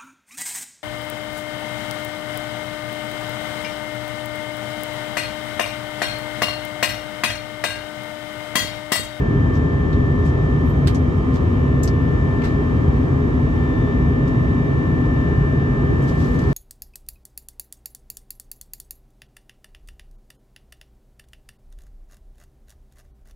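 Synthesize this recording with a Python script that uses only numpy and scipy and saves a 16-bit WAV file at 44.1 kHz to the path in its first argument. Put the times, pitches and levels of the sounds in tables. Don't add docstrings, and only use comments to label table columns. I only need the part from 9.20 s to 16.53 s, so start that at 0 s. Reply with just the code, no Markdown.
import sys
import numpy as np
from scipy.fft import rfft, irfft, next_fast_len
from scipy.io import wavfile
from scipy.ndimage import map_coordinates

SR = 44100
rng = np.random.default_rng(int(sys.argv[2]) if len(sys.argv) > 2 else 0)


def wav_record(signal):
    frames = np.transpose(np.atleast_2d(signal))
    bounded = np.clip(frames, -1, 1)
    quanta = np.round(bounded * 32767).astype(np.int16)
    wavfile.write(sys.argv[1], SR, quanta)


N = 323234

SHAFT_HZ, BLADES = 80.63, 22
SIZZLE_HZ, SIZZLE_WIDTH = 13400, 0.2


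def amp(db):
    return 10 ** (np.asarray(db) / 20)


def unit(x):
    return x / np.sqrt(np.mean(x ** 2) + 1e-20)


def along(points, hz):
    f, v = np.transpose(points)
    return np.interp(np.log(hz + 1), np.log(f + 1), v)


def curve(points):
    return np.interp(np.arange(N) / SR, *np.transpose(points))


def humps(peaks, hz):
    return sum(db / (1 + (2 * (hz - centre) / width) ** 2) for centre, width, db in peaks)


def wobble(rate):
    coarse = np.linspace(0, N, 1024)
    knots = rng.standard_normal(256)
    values = map_coordinates(knots, [coarse * rate / SR], mode="mirror")
    return np.interp(np.arange(N), coarse, values)


def grain(rate, depth_db):
    knots = np.clip(rng.standard_normal(N), -2, 2)
    level = np.interp(np.arange(N) * rate / SR, np.arange(N), knots)
    return unit(amp(depth_db * level))


def filtered(x, response):
    size = next_fast_len(N + SR // 2)
    hz = np.fft.rfftfreq(size, 1 / SR)
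    return irfft(rfft(x, size) * response(hz), size)[..., :N]


def cabin_noise(colour_db):
    # pitch_hz, correlation (-1 to 1)
    alike = [(40, .995), (90, .97), (160, .975), (300, .8), (430, .25), (560, -.45), (780, -.15),
             (1050, .45), (1300, .35), (1750, -.45), (2300, .1), (7000, .2), (10300, -.5), (13000, .4)]
    # pitch_hz, left_minus_right_db
    lean = [(150, 0), (210, 2), (260, 4), (310, 1), (390, -4), (490, 1), (650, 7.5), (850, 3.5), (1250, 0),
            (2500, -3), (5500, 2.5), (8500, -3.5), (11000, 1.5)]

    def mid_and_side(hz):
        turn = np.arccos(np.clip(along(alike, hz), -1, 1)) / 2
        return np.array([np.cos(turn), np.sin(turn)])

    def colour(hz):
        return amp(colour_db(hz) + np.outer([0.5, -0.5], along(lean, hz)))

    mid, side = filtered(rng.standard_normal((2, N)), mid_and_side)
    return unit(filtered(np.array([mid + side, mid - side]), colour))


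def hiss(centre_hz, damping, size, reach):
    hz = np.fft.rfftfreq(size, 1 / SR)
    band = 1j * hz / (centre_hz ** 2 - hz ** 2 + 1j * hz * centre_hz * damping)
    soft = 1 / np.sqrt(1 + (hz / (reach * centre_hz)) ** 4)
    return unit(irfft(rfft(rng.standard_normal((2, size))) * band * soft, size))


def sizzle(size):
    hz = np.fft.rfftfreq(size, 1 / SR)
    band = np.exp(-2 * ((hz / SIZZLE_HZ - 1) / SIZZLE_WIDTH) ** 2)
    return unit(irfft(rfft(rng.standard_normal(size)) * band, size))


def add(track, sound, s):
    start = round(s * SR)
    sound = sound[:, max(-start, 0):]
    part = track[:, max(start, 0):][:, :sound.shape[1]]
    part += sound[:, :part.shape[1]]


def roar(level_db=-17.0):
    # pitch_hz, relative_density_db
    exhaust = [(20, -31), (32, -25), (46, -4.5), (63, 0.5), (85, -1), (105, -2.5), (120, -6.5), (165, -6.5),
               (205, -12), (300, -9.5), (355, -13), (395, -14), (440, -19), (480, -18), (520, -20),
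               (560, -21), (750, -29.5), (1500, -81)]
    # pitch_hz, width_hz, lift_db
    resonances = [(136.8, 23.7, 9.5), (255, 29, 8), (414, 27.7, 7.5)]
    return amp(level_db) * cabin_noise(lambda hz: along(exhaust, hz) + humps(resonances, hz))


def airflow(level_db=-36.5, swell_db=0.28):
    # pitch_hz, relative_density_db
    rush = [(200, -21), (600, 3), (850, 3), (1250, 0.5), (1520, -10.5), (1900, -9), (2400, -13),
            (3100, -19), (4000, -23.5), (5200, -25.5), (6500, -27.5), (8500, -32.5), (11500, -38),
            (15000, -35.5)]
    # pitch_hz, width_hz, lift_db
    duct_hums = [(1787, 31, 8.5), (2294, 22, 6), (3125, 27, 13.5), (3700, 100, 4), (3690, 53, 3.5),
                 (3830, 5.2, 11.5)]
    gain = amp(level_db + swell_db * wobble(3.4))
    return gain * cabin_noise(lambda hz: along(rush, hz) + humps(duct_hums, hz))


def fan():
    shaft = shaft_angle()
    return buzz_saw(shaft) + throb(shaft) + blade_whine(shaft) + shrill(shaft)


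def shaft_angle(drift_hz=0.012):
    return 2 * np.pi * np.cumsum(SHAFT_HZ + drift_hz * wobble(1.49)) / SR


def buzz_saw(shaft, level_db=-0.5, scatter_radians=0.13):
    # multiple, left_relative_db, right_relative_db, left_lead_radians
    orders = [(1, -25, -31, -0.5), (2, -31, -33, 0), (5, -40, -42, 0.6), (6, -41.5, -45, 1.0),
              (7, -46, -52, 2.8), (8, -48, -60, -1.1), (10, -55, -64, -2.8), (11, -48, -58, -2.2),
              (12, -58, -53, -0.1), (13, -45.5, -45.5, -0.7), (14, -49.5, -50.5, 0.2),
              (15, -55, -45.5, -0.2), (16, -58, -52, 2.4), (17, -56, -57, 0.5), (18, -63, -62, -1.5),
              (19, -62, -72, 2.2), (20, -63, -63, -3.0), (21, -55, -55, 2.8), (23, -64, -65, 2.6),
              (24, -60, -54, -3.0), (25, -63, -65, -0.1), (26, -65, -64, 2.8), (27, -59, -63, 2.5),
              (28, -66, -70, -0.1), (29, -59, -58, 0.7), (30, -56, -65, 3.1), (31, -71, -73, -2.0),
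              (32, -61, -65, -2.2), (33, -66, -69, -0.3), (34, -69, -65, -0.1), (35, -60, -61, 2.2),
              (36, -63, -63, 1.2), (37, -70, -70, 0.5), (38, -63, -65, 1.6), (40, -75, -76, 0.9),
              (41, -69, -69, 0.5), (42, -69, -69, 0.5), (43, -73, -71, 1.5), (44, -68, -67, 3.0),
              (45, -67, -70, -1.1), (46, -68, -67, -0.7), (47, -74, -77, -1.7), (49, -74, -76, -1.6)]
    # time_s, change_db
    rasp = [(0, 1), (1.4, -3.5), (2.5, 3), (3.8, -3), (4.6, 3), (5.5, 2), (6.3, 2), (7.33, 1.5)]
    rasp_order, rasp_width = 34, 5
    fade_depth_db, fade_rate = 1.1, 1.2
    flutter_db = 1.4
    out, rasp_db = np.zeros((2, N)), curve(rasp)
    for multiple, left_db, right_db, lead in orders:
        shortness = multiple / BLADES
        fade_db = fade_depth_db * shortness * wobble(fade_rate)
        swell_db = rasp_db * np.exp(-((multiple - rasp_order) / rasp_width) ** 2)
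        gain = unit(amp(fade_db + flutter_db * wobble(7.4))) * amp(swell_db)
        phase = multiple * shaft + scatter_radians * (1 + shortness) * wobble(12)
        left = amp(left_db) * np.sin(phase + lead)
        right = amp(right_db) * np.sin(phase)
        out += gain * np.array([left, right])
    return np.sqrt(2) * amp(level_db) * out


def throb(shaft, near_db=-34.0, far_db=-39.0):
    order, beat_hz, beat_null_s = 3, 1.8, 3.39
    slip = 2 * np.pi * beat_hz * (np.arange(N) / SR - beat_null_s)
    phase = order * shaft
    near = amp(near_db) * np.sin(phase)
    far = amp(far_db) * np.sin(phase + slip)
    return np.sqrt(2) * (near - far)


def blade_whine(shaft, level_db=-0.5, lag_radians=0.8):
    # time_s, relative_level_db
    swelling = [(0, -41.5), (1.34, -42.5), (1.55, -50.5), (1.9, -57), (2.3, -50.5), (2.55, -44),
                (3.25, -41), (3.45, -46.5), (3.9, -51.5), (4.05, -58), (4.28, -53), (4.42, -40.5),
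                (4.7, -42), (5.0, -46), (5.35, -46.5), (5.6, -42.5), (6.1, -40), (6.65, -44.5), (7.33, -43)]
    # time_s, level_db
    octave_level = [(0, -66), (.7, -68), (1.9, -78), (2.7, -62.5), (3.3, -70), (4.2, -78.5), (4.42, -61),
                    (4.68, -57), (4.85, -76), (7.33, -76)]
    # time_s, level_db (before the pan)
    standing_level = [(0, -35), (1.3, -36), (2, -39), (3.3, -35), (3.7, -38.5), (4.5, -35.5), (5.8, -34.5),
                      (6.5, -34), (7.33, -34.7)]
    # time_s, level_db
    undertone_level = [(0, -53), (.5, -54.5), (1.15, -75), (1.7, -63), (2.4, -65), (3.2, -61), (3.9, -55),
                       (4.35, -65), (4.7, -59.5), (5.3, -73.5), (6.1, -55.5), (6.5, -54), (7.33, -57)]
    undertone_order, standing_pan_db = 20, -3
    phase = BLADES * shaft
    shared = amp(level_db + curve(swelling)) * np.sin(phase - lag_radians)
    octave = amp(curve(octave_level)) * np.sin(2 * phase)
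    undertone = amp(curve(undertone_level)) * np.sin(undertone_order * shaft)
    sides = [amp(standing_pan_db / 2), -amp(-standing_pan_db / 2)]
    standing = np.outer(sides, amp(curve(standing_level)) * np.sin(phase))
    return np.sqrt(2) * (standing + shared + octave + undertone)


def shrill(shaft, lead_radians=1.0):
    # time_s, level_db
    shrill_level = [(0, -59), (.35, -56.5), (.6, -58.5), (1.8, -58), (2.35, -59), (2.7, -71), (3.45, -57.5),
                    (4.6, -71), (5.5, -65), (6.05, -77), (6.7, -71), (7.33, -69)]
    phase = 39 * shaft
    pair = np.array([np.sin(phase + lead_radians), np.sin(phase)])
    return np.sqrt(2) * amp(curve(shrill_level)) * pair


def fabric(sizzle_db=-3):
    # height_s, level_db, half_length_s (to 1/e), centre_hz, damping (relative width)
    strokes = [(0.361, -48.5, 0.022, 5600, 0.44), (1.072, -52, 0.038, 5960, 0.63),
               (1.49, -54.5, 0.028, 13740, 0.26), (2.154, -46, 0.026, 5340, 0.93),
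               (3.251, -37, 0.022, 1480, 0.88), (3.252, -42, 0.022, 4220, 1.3),
               (3.289, -52.5, 0.036, 4140, 0.75), (6.835, -52.5, .018, 8430, 1.2),
               (6.892, -48, 0.029, 5800, 0.9), (6.951, -53, 0.034, 4680, .9),
               (7.032, -48, 0.045, 5600, 1.1), (7.058, -53, 0.24, 7700, 1.6),
               (7.269, -53, 0.12, 4800, 0.96)]
    out, t = np.zeros((2, N)), np.arange(SR) / SR
    middle = t.mean()
    for s, db, half, centre_hz, damping in strokes:
        shine = amp(sizzle_db) * (centre_hz / SIZZLE_HZ) ** 2
        rub = hiss(centre_hz, damping, size=len(t), reach=0.78) + shine * sizzle(len(t))
        swell = np.exp(-((t - middle) / half) ** 2)
        add(out, amp(db) * swell * rub, s - middle)
    return out * grain(rate=150, depth_db=1.8) * grain(rate=900, depth_db=2.8)


def trim(crackle_db=1.5, attack_s=0.00025, crack=0.25, crack_life_s=0.0042, panel_hz=1400, panel_damping=0.8):
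    # start_s, level_db, centre_hz, damping (relative width), t60_s, left_minus_right_db,
    # panel_knock_db, sizzle_db (levels before the envelope)
    snaps = [(0.729, -43.5, 3660, 0.38, 0.15, -3, -65, -81), (1.055, -50, 7500, 0.46, .15, -2.5, -58, -69),
             (1.6718, -32, 3800, 0.55, 0.12, -5.5, -30, -49.5),
             (1.673, -37, 8500, 0.2, 0.081, -1.5, -51, -47.5),
             (1.680, -37.5, 3300, .8, .11, 0, -38.5, -49.5), (1.746, -40, 6200, 0.5, 0.098, 6.5, -43, -62),
             (1.753, -40, 6040, 0.25, 0.084, -0.5, -50, -60.5),
             (2.6313, -34.5, 7420, 0.37, 0.15, -0.5, -62, -43),
             (2.634, -29.5, 7900, 0.3, 0.025, 4.5, -58, -37),
             (2.643, -39, 5870, 0.18, .08, 2.5, -62, -62.5),
             (2.6755, -33, 5200, 0.2, 0.085, 0.5, -40, -68.5), (3.218, -34.5, 2250, .3, 0.055, 1, -45, -87),
             (3.242, -46, 4500, 0.62, 0.28, 0.5, -37.5, -72),
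             (5.076, -47.5, 5430, 0.45, 0.11, 2.5, -50, -69), (6.892, -49.5, 4740, .4, .06, 5, -49, -65),
             (7.19, -44.5, 5240, 0.7, 0.09, 6, -49.5, -61.5)]
    out, t = np.zeros((2, N)), np.arange(SR // 4) / SR
    for s, db, centre_hz, damping, t60, pan_db, knock_db, sizzle_db in snaps:
        decay = np.exp(-np.log(1000) * t / t60) + crack * np.exp(-t / crack_life_s)
        envelope = (1 - np.exp(-t / attack_s)) * decay
        snap = amp(db) * hiss(centre_hz, damping, size=len(t), reach=1.15)
        snap += amp(sizzle_db) * sizzle(len(t))
        snap += amp(knock_db) * hiss(panel_hz, panel_damping, size=len(t), reach=7.8)
        sides = amp(np.array([[0.5], [-0.5]]) * pan_db)
        add(out, sides * envelope * snap, s)
    return out * grain(rate=790, depth_db=crackle_db)


def scene():
    return roar() + airflow() + fan() + fabric() + trim()


def record(dry):
    # pitch_hz, gain_db
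    sum_gain = [(9100, 0), (9900, -8), (11200, -7), (12500, -3.5), (14000, -5), (15500, -7)]
    # pitch_hz, gain_db
    difference_gain = [(9000, 0), (10000, 1), (11300, 2.5), (12200, -7), (15500, -10)]
    top_hz = 15700

    def colour(hz):
        return amp([along(sum_gain, hz), along(difference_gain, hz)]) * (hz < top_hz)

    left, right = dry
    mid, side = filtered(np.array([left + right, left - right]) / 2, colour)
    return np.array([mid + side, mid - side])


dry = scene()
out = record(dry)
wav_record(out)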